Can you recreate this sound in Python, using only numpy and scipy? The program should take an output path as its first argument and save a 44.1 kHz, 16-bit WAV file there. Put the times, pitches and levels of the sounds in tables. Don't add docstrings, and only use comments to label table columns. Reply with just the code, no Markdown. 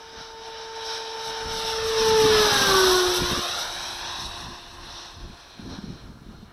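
import sys
import numpy as np
from scipy import signal
from scipy.fft import rfft, irfft, next_fast_len
from scipy.io import wavfile
from scipy.ndimage import map_coordinates

SR = 44100
rng = np.random.default_rng(int(sys.argv[2]) if len(sys.argv) > 2 else 0)


def linear_from_db(decibels):
    return 10 ** (np.asarray(decibels, float) / 20)


def to_wav(sig):
    pcm = np.clip(np.atleast_2d(sig), -1, 1) * 32767
    pcm = np.round(pcm).astype(np.int16)
    wavfile.write(sys.argv[1], SR, pcm.T)


N = 287708
SPEED_M_S, SOUND_M_S = 43.47, 343
MACH = SPEED_M_S / SOUND_M_S
PASS_M, PASS_S = 15.5, 2.6727
MIC_HEIGHT_M = 1.7


def noise():
    return rng.standard_normal(N)


def rms_one(x):
    return x / np.sqrt(np.mean(x ** 2) + 1e-20)


def in_time(rows):
    s, *columns = np.transpose(rows)
    return [np.interp(np.arange(N) / SR, s, c) for c in columns]


def bump(centre_s, half_s):
    return np.exp(-((np.arange(N) / SR - centre_s) / half_s) ** 2)


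def drift(rate_hz):
    step = 40
    r = np.exp(-2 * np.pi * rate_hz * step / SR)
    start = rng.standard_normal(N // step + 2002)
    slow = signal.lfilter([1], [1, -2 * r, r * r], start)[2000:]
    return np.interp(np.arange(N) / step, np.arange(len(slow)), rms_one(slow))


def butter(x, kind, hz, order):
    return signal.sosfilt(signal.butter(order, hz, kind, fs=SR, output="sos"), x)


def coloured(x, points):
    size = next_fast_len(N)
    hz, level_db = np.transpose(points)
    shape = np.interp(np.log(np.arange(size // 2 + 1) * SR / size + 1), np.log(hz), level_db)
    return irfft(rfft(x, size) * linear_from_db(shape), size)[:N]


def split(x, edges_hz):
    size = next_fast_len(N)
    hz = np.arange(size // 2 + 1) * SR / size
    spectrum = rfft(x, size)
    below = [1 / (1 + (hz / edge) ** 12) for edge in edges_hz] + [1]
    return [irfft(spectrum * (b - a), size)[:N] for a, b in zip([0] + below, below)]


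# [f/Hz, level/dB per Hz]
MURMUR_COLOUR = [(150, -15), (350, 3), (600, -4), (1200, -2), (2000, -16), (3800, -18), (6500, -26)]


def field():
    murmur = butter(coloured(noise(), MURMUR_COLOUR), "band", [120, 7000], order=2)
    return linear_from_db(-55.5 + 1.5 * drift(9)) * rms_one(murmur)


# [t/s, peak level/dB]
SLAPS = [(3.22, -21), (3.329, -20.5), (3.378, -21), (5.298, -31), (5.594, -23.5), (5.643, -30),
         (5.677, -32), (5.786, -20.5), (5.839, -23), (6.099, -27.5), (6.286, -31), (6.427, -28)]


def slaps():
    kicks = np.zeros(N) + 1e-18
    for s, peak_db in SLAPS:
        kicks[round(s * SR)] = linear_from_db(peak_db - 3.5) * rng.choice([-1, 1])
    r = linear_from_db(-60 / (0.051 * SR))
    w = 2 * np.pi * 210 / SR
    swing = signal.lfilter([0, np.sin(w)], [1, -2 * r * np.cos(w), r * r], kicks)
    return butter(swing, "low", 480, order=2)


# [t/s, half length/s, rumble level/dB, buffet level/dB]
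GUSTS = [(.2, 0.07, -60, -55), (1.297, 0.034, -55, -48), (1.484, 0.063, -40, -47),
         (1.582, 0.035, -48, -42.5), (1.66, 0.028, -47, -44), (1.826, .12, -44, -51.5),
         (2.025, 0.061, -42, -40.5), (2.13, 0.048, -41, -36.5), (2.223, 0.029, -37, -31.5),
         (2.25, 0.025, -42, -35), (2.342, 0.069, -36, -31.5), (2.455, 0.049, -43, -37.5),
         (2.577, 0.048, -43, -31.5), (2.718, 0.062, -36, -31), (2.864, 0.056, -40, -40),
         (2.954, 0.034, -42, -46), (3.08, 0.046, -40.5, -46.5), (3.224, 0.035, -33.5, -31.5),
         (3.317, 0.022, -34, -33), (3.384, 0.017, -32, -30), (3.692, 0.49, -54.5, -61),
         (4.07, .06, -54, -76), (4.26, 0.065, -41, -49), (4.47, 0.072, -44.5, -44),
         (4.814, .15, -49, -57.5), (5.251, 0.082, -41, -51), (5.694, 0.072, -43, -35.5),
         (5.896, 0.063, -45, -39.5), (6.066, 0.07, -46, -51), (6.34, 0.19, -49.5, -49)]


def wind():
    rumble_gain, buffet_gain = linear_from_db(-58.5), linear_from_db(-66)
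    for s, half_s, rumble_db, buffet_db in GUSTS:
        bell = bump(s, half_s)
        rumble_gain = rumble_gain + linear_from_db(rumble_db) * bell
        buffet_gain = buffet_gain + linear_from_db(buffet_db) * bell
    lumps = drift(37)
    rumble = rms_one(butter(noise(), "band", [20, 95], order=2))
    buffet = butter(butter(noise(), "band", [95, 290], order=2), "low", 510, order=2)
    thumps = rms_one(linear_from_db(2.55 * lumps) * buffet)
    return rumble_gain * linear_from_db(0.28 * lumps) * rumble + buffet_gain * thumps + slaps()


# [t/s, height/m]
HEIGHT = [(0, 17.75), (1, 10.66), (1.7, 6.95), (2.1, 6.81), (2.35, 6.28), (2.55, 6.3), (2.75, 5.83),
          (2.95, 5.7), (3.3, 5.88), (3.6, 5.71), (4.2, 7.07), (5, 10.14), (5.6, 14.5), (6.52, 20.5)]


def flight():
    t = np.arange(N) / SR - PASS_S + PASS_M / SOUND_M_S
    wait = np.sqrt(MACH ** 2 * t ** 2 + (1 - MACH ** 2) * (PASS_M / SOUND_M_S) ** 2)
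    sent = (t - wait) / (1 - MACH ** 2)
    r = np.hypot(SPEED_M_S * sent, PASS_M)
    detour_m = np.sqrt(r ** 2 + 4 * MIC_HEIGHT_M * in_time(HEIGHT)[0]) - r
    return r, SPEED_M_S * sent / r, detour_m / SOUND_M_S * SR


# [t/s, gain/dB, half length/s, lean/dB per octave]
SWELLS = [(0.217, 7.5, 0.068, -3.5), (0.467, 6.5, 0.063, -2.5), (0.606, 5, 0.062, -3.5),
          (0.727, -1, 0.035, 0), (0.913, 9, 0.093, -2.5), (1.112, 0.5, .04, 0.5), (1.263, 2.5, 0.057, 2.2),
          (1.404, 0, 0.07, -1.5), (1.567, 3.5, 0.06, 2.5), (1.692, 4, 0.054, 1.5), (1.883, 2.5, 0.033, 3),
          (2.003, 3.5, 0.039, 0), (2.08, 3, 0.026, 1), (2.214, 1, 0.049, 2.8), (2.396, 1, 0.073, 0.6),
          (2.574, -0.5, 0.02, .3), (2.89, 2, 0.075, -0.6), (3.164, 3, 0.029, 1), (3.35, 1.5, 0.05, -1),
          (3.5, .5, 0.033, 1.5), (3.614, 2.5, 0.025, 0.5), (3.826, 2, 0.076, -1.5), (3.924, 1.5, 0.047, 0),
          (4.1, 3, 0.085, -4.2), (4.224, 3.5, 0.047, -0.5), (4.388, -0.5, 0.14, -1.5), (6.51, -1, .04, -12),
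          (4.97, 7.5, 0.13, -3.5), (5.082, 1, 0.044, .5), (5.73, 7, 0.055, -5)]


def swell():
    return sum(np.outer([gain_db, lean_db], bump(s, half_s)) for s, gain_db, half_s, lean_db in SWELLS)


# [t/s, level/dB]
THRUST = [(0, -2.5), (.4, -5.5), (.8, -2), (1.4, -0.5), (1.8, -1), (2.4, -0.17), (2.75, -0.5), (3.1, -1.5),
          (3.6, -1), (3.75, -3.5), (4.4, -1.5), (4.62, -7), (5.2, -8), (5.6, -6.5), (5.95, -7), (6.2, -14),
          (6.35, -10), (6.52, -13.5)]


def thrust_db(r):
    return in_time(THRUST)[0] - 20 * np.log10(r / PASS_M)


def facing_db(astern, astern_db, abeam_db):
    return astern_db * astern + abeam_db * (1 - astern ** 2)


# [f/Hz, level/dB]
ECHO_COLOUR = [(400, -5), (1100, -3.5), (2000, -5), (2600, -3), (3200, -7), (3800, -13), (4300, -11),
               (6200, -12), (6700, -24), (8000, -16), (15000, -20)]
# [t/s, echo level/dB]
ECHO_GAIN = [(0, -3), (1.8, -1.5), (2.4, -0.9), (3.3, -0.5), (4.5, -0.5), (4.9, -5), (6.52, -4)]


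def ground_echo(x, lag):
    echo = coloured(x, ECHO_COLOUR)
    echo = signal.filtfilt(*signal.iirnotch(1780, 5, SR), echo)
    jitter = .012 * drift(6) * SR / 1000
    late = map_coordinates(echo, [np.arange(N) - lag - jitter], order=3, mode="reflect")
    return x + linear_from_db(in_time(ECHO_GAIN)[0]) * late


PATCH_HZ = 700, 1100, 1500, 2300, 3300, 4300, 5200, 6200, 7500, 9000, 11000, 13200


def twinkle(x, depth_db):
    parts = split(x, PATCH_HZ)
    slow = [drift(5) + .6 * drift(14) for _ in range(len(parts) + 1)]
    return sum(part * linear_from_db(depth_db * .6 * (a + b)) for part, a, b in zip(parts, slow, slow[1:]))


# [f/Hz, level/dB per Hz]
ROAR = [(120, -32), (250, -10), (450, -0.5), (700, -1.5), (1050, 4), (1500, 1.5), (1750, 1.5), (2100, -5),
        (2600, -1.5)]
# [f/Hz, level/dB per Hz]
HOUSING = [(3130, 2.5), (3850, 10), (4620, -0.5), (5500, 7), (6000, 3), (7000, -24.5), (7950, -13.5),
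           (8900, -25.5), (10100, -11.5), (11050, -25.5), (12200, -14), (13500, -32), (14200, -26),
           (15600, -49)]
SPLIT_HZ = 1800, 3000, 6950, 11000
# [level at pass distance/dB, loss/dB per m, gain astern/dB, gain abeam/dB, share of a swell]
RANGES = [
    (-25, 0.0351, -.5, -1, 0.39),
    (-32, 0.03, -0.5, -2, 0.38),
    (-23, 0.0641, 0, -.5, 1.11),
    (-37, 0.09, 2, 0, 1.2),
]
RANGE_OCTAVES = -2, -1, 0, 1
# [t/s, half length/s, level/dB]
THROAT_LOBES = [
    (2.25, 0.23, 2),
    (2.9, 0.21, -4.5),
]


def jet(r, astern, lag, eddies):
    levels_db = []
    for (db, loss_db, astern_db, abeam_db, share), octaves in zip(RANGES, RANGE_OCTAVES):
        level_db = thrust_db(r) + db - loss_db * (r - PASS_M) + facing_db(astern, astern_db, abeam_db)
        levels_db.append(level_db + share * (eddies[0] + octaves * eddies[1]))
    roar_db, throat_db, rush_db, hiss_db = levels_db
    throat_db = throat_db + sum(db * bump(s, half_s) for s, half_s, db in THROAT_LOBES)
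    air = coloured(ground_echo(noise(), lag), ROAR + HOUSING)
    depth_db = np.clip((-16 - rush_db) / 16, .55, 1.5)
    roar, throat, rush, hiss, top = split(twinkle(air, depth_db), SPLIT_HZ)
    top = linear_from_db(.38 * (hiss_db + 38)) * top
    low = linear_from_db(roar_db) * rms_one(roar) + linear_from_db(throat_db) * rms_one(throat)
    high = linear_from_db(hiss_db + 1.1 * drift(32)) * (hiss + top) / np.std(hiss)
    return low + linear_from_db(rush_db) * rms_one(rush) + high


# [t/s, f/Hz]
SHAFT = [(0, 393.8), (.5, 393.0), (1.1, 392.6), (1.5, 393.0), (1.9, 394.1), (2.4, 393.4), (3, 393.7),
         (4.5, 393.5), (5.5, 392.3), (6.52, 392)]
# [t/s, level/dB]
WHINE = [(0, -24.5), (.5, -19), (.9, -14), (1.5, -18.5), (2.1, -17), (2.4, -17.5), (2.7, -22.5), (2.9, -26),
         (3.3, -31.5), (3.7, -36), (4.3, -39.5), (5, -41), (5.5, -44), (6.52, -48)]
# [t/s, level/dB]
STRAIN = [(0, -0.5), (1, -3.5), (1.8, 1.5), (2.2, 2), (2.5, -1), (2.8, .5), (3.2, 0.5), (3.8, -1.5),
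          (4.6, 0.5), (6.52, -5)]
# [level/dB, gain astern/dB, gain abeam/dB, echo share 0-1]
LOW_VOICE = [
    (-0.9, 2.7, 2.7, 0.79),
    (-7.5, 2.5, -7.5, 0.62),
    (-19.5, 11, 9.5, .75),
    (-17, 7.5, 10, 0.35),
]
# [t/s, vane level/dB, blade level/dB]
BEAM = [(0, -38, -40), (.9, -36, -32), (1.7, -40, -32), (2.2, -44, -31), (2.5, -50, -31), (2.68, -50, -48),
        (3.3, -42, -44), (3.6, -31, -37), (4.3, -30, -38), (4.7, -44, -35), (6.52, -48, -34)]


def rotor(r, astern, lag, eddies):
    heard_hz = in_time(SHAFT)[0] / (1 + astern * MACH)
    turn = 2 * np.pi * np.cumsum(heard_hz) / SR
    late = turn - lag * np.gradient(turn)
    whine_db = in_time(WHINE)[0] - 20 * np.log10(r / PASS_M)
    strain_db = in_time(STRAIN)[0]
    out = np.zeros(N)
    for k, (db, astern_db, abeam_db, echo) in enumerate(LOW_VOICE, 1):
        level_db = whine_db + db + facing_db(astern, astern_db, abeam_db) + (k > 1) * strain_db
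        waver = rng.uniform(0, 6) + .08 * k * drift(22)
        waver_db = .45 * k + .006 * r * (1.5 + astern) * 2
        tone = np.sin(k * turn + waver) + echo * np.sin(k * late + waver)
        out += linear_from_db(level_db + waver_db * drift(26)) * tone
    high_db = thrust_db(r) + .8 * eddies[0]
    vane_db, blade_db = [high_db + db for db in in_time(BEAM)]
    high = [(11, vane_db),
            (12, blade_db),
            (13, blade_db - 10 + drift(1.8)),
            (6, blade_db - 20)]
    for k, level_db in high:
        out += linear_from_db(level_db - 1 + 2.4 * drift(15)) * np.sin(k * turn + .9 * drift(18))
    return np.sqrt(2) * out


def scene():
    path = *flight(), swell()
    return (field() + wind() + jet(*path) + rotor(*path))[None]


def band_limit(x):
    return signal.sosfilt(signal.butter(12, 15640, fs=SR, output="sos"), x)


def record(dry):
    hiss = linear_from_db(-70.5) * rms_one(butter(noise(), "band", [3000, 15000], order=1))
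    return band_limit(dry + hiss)


dry = scene()
out = record(dry)
to_wav(out)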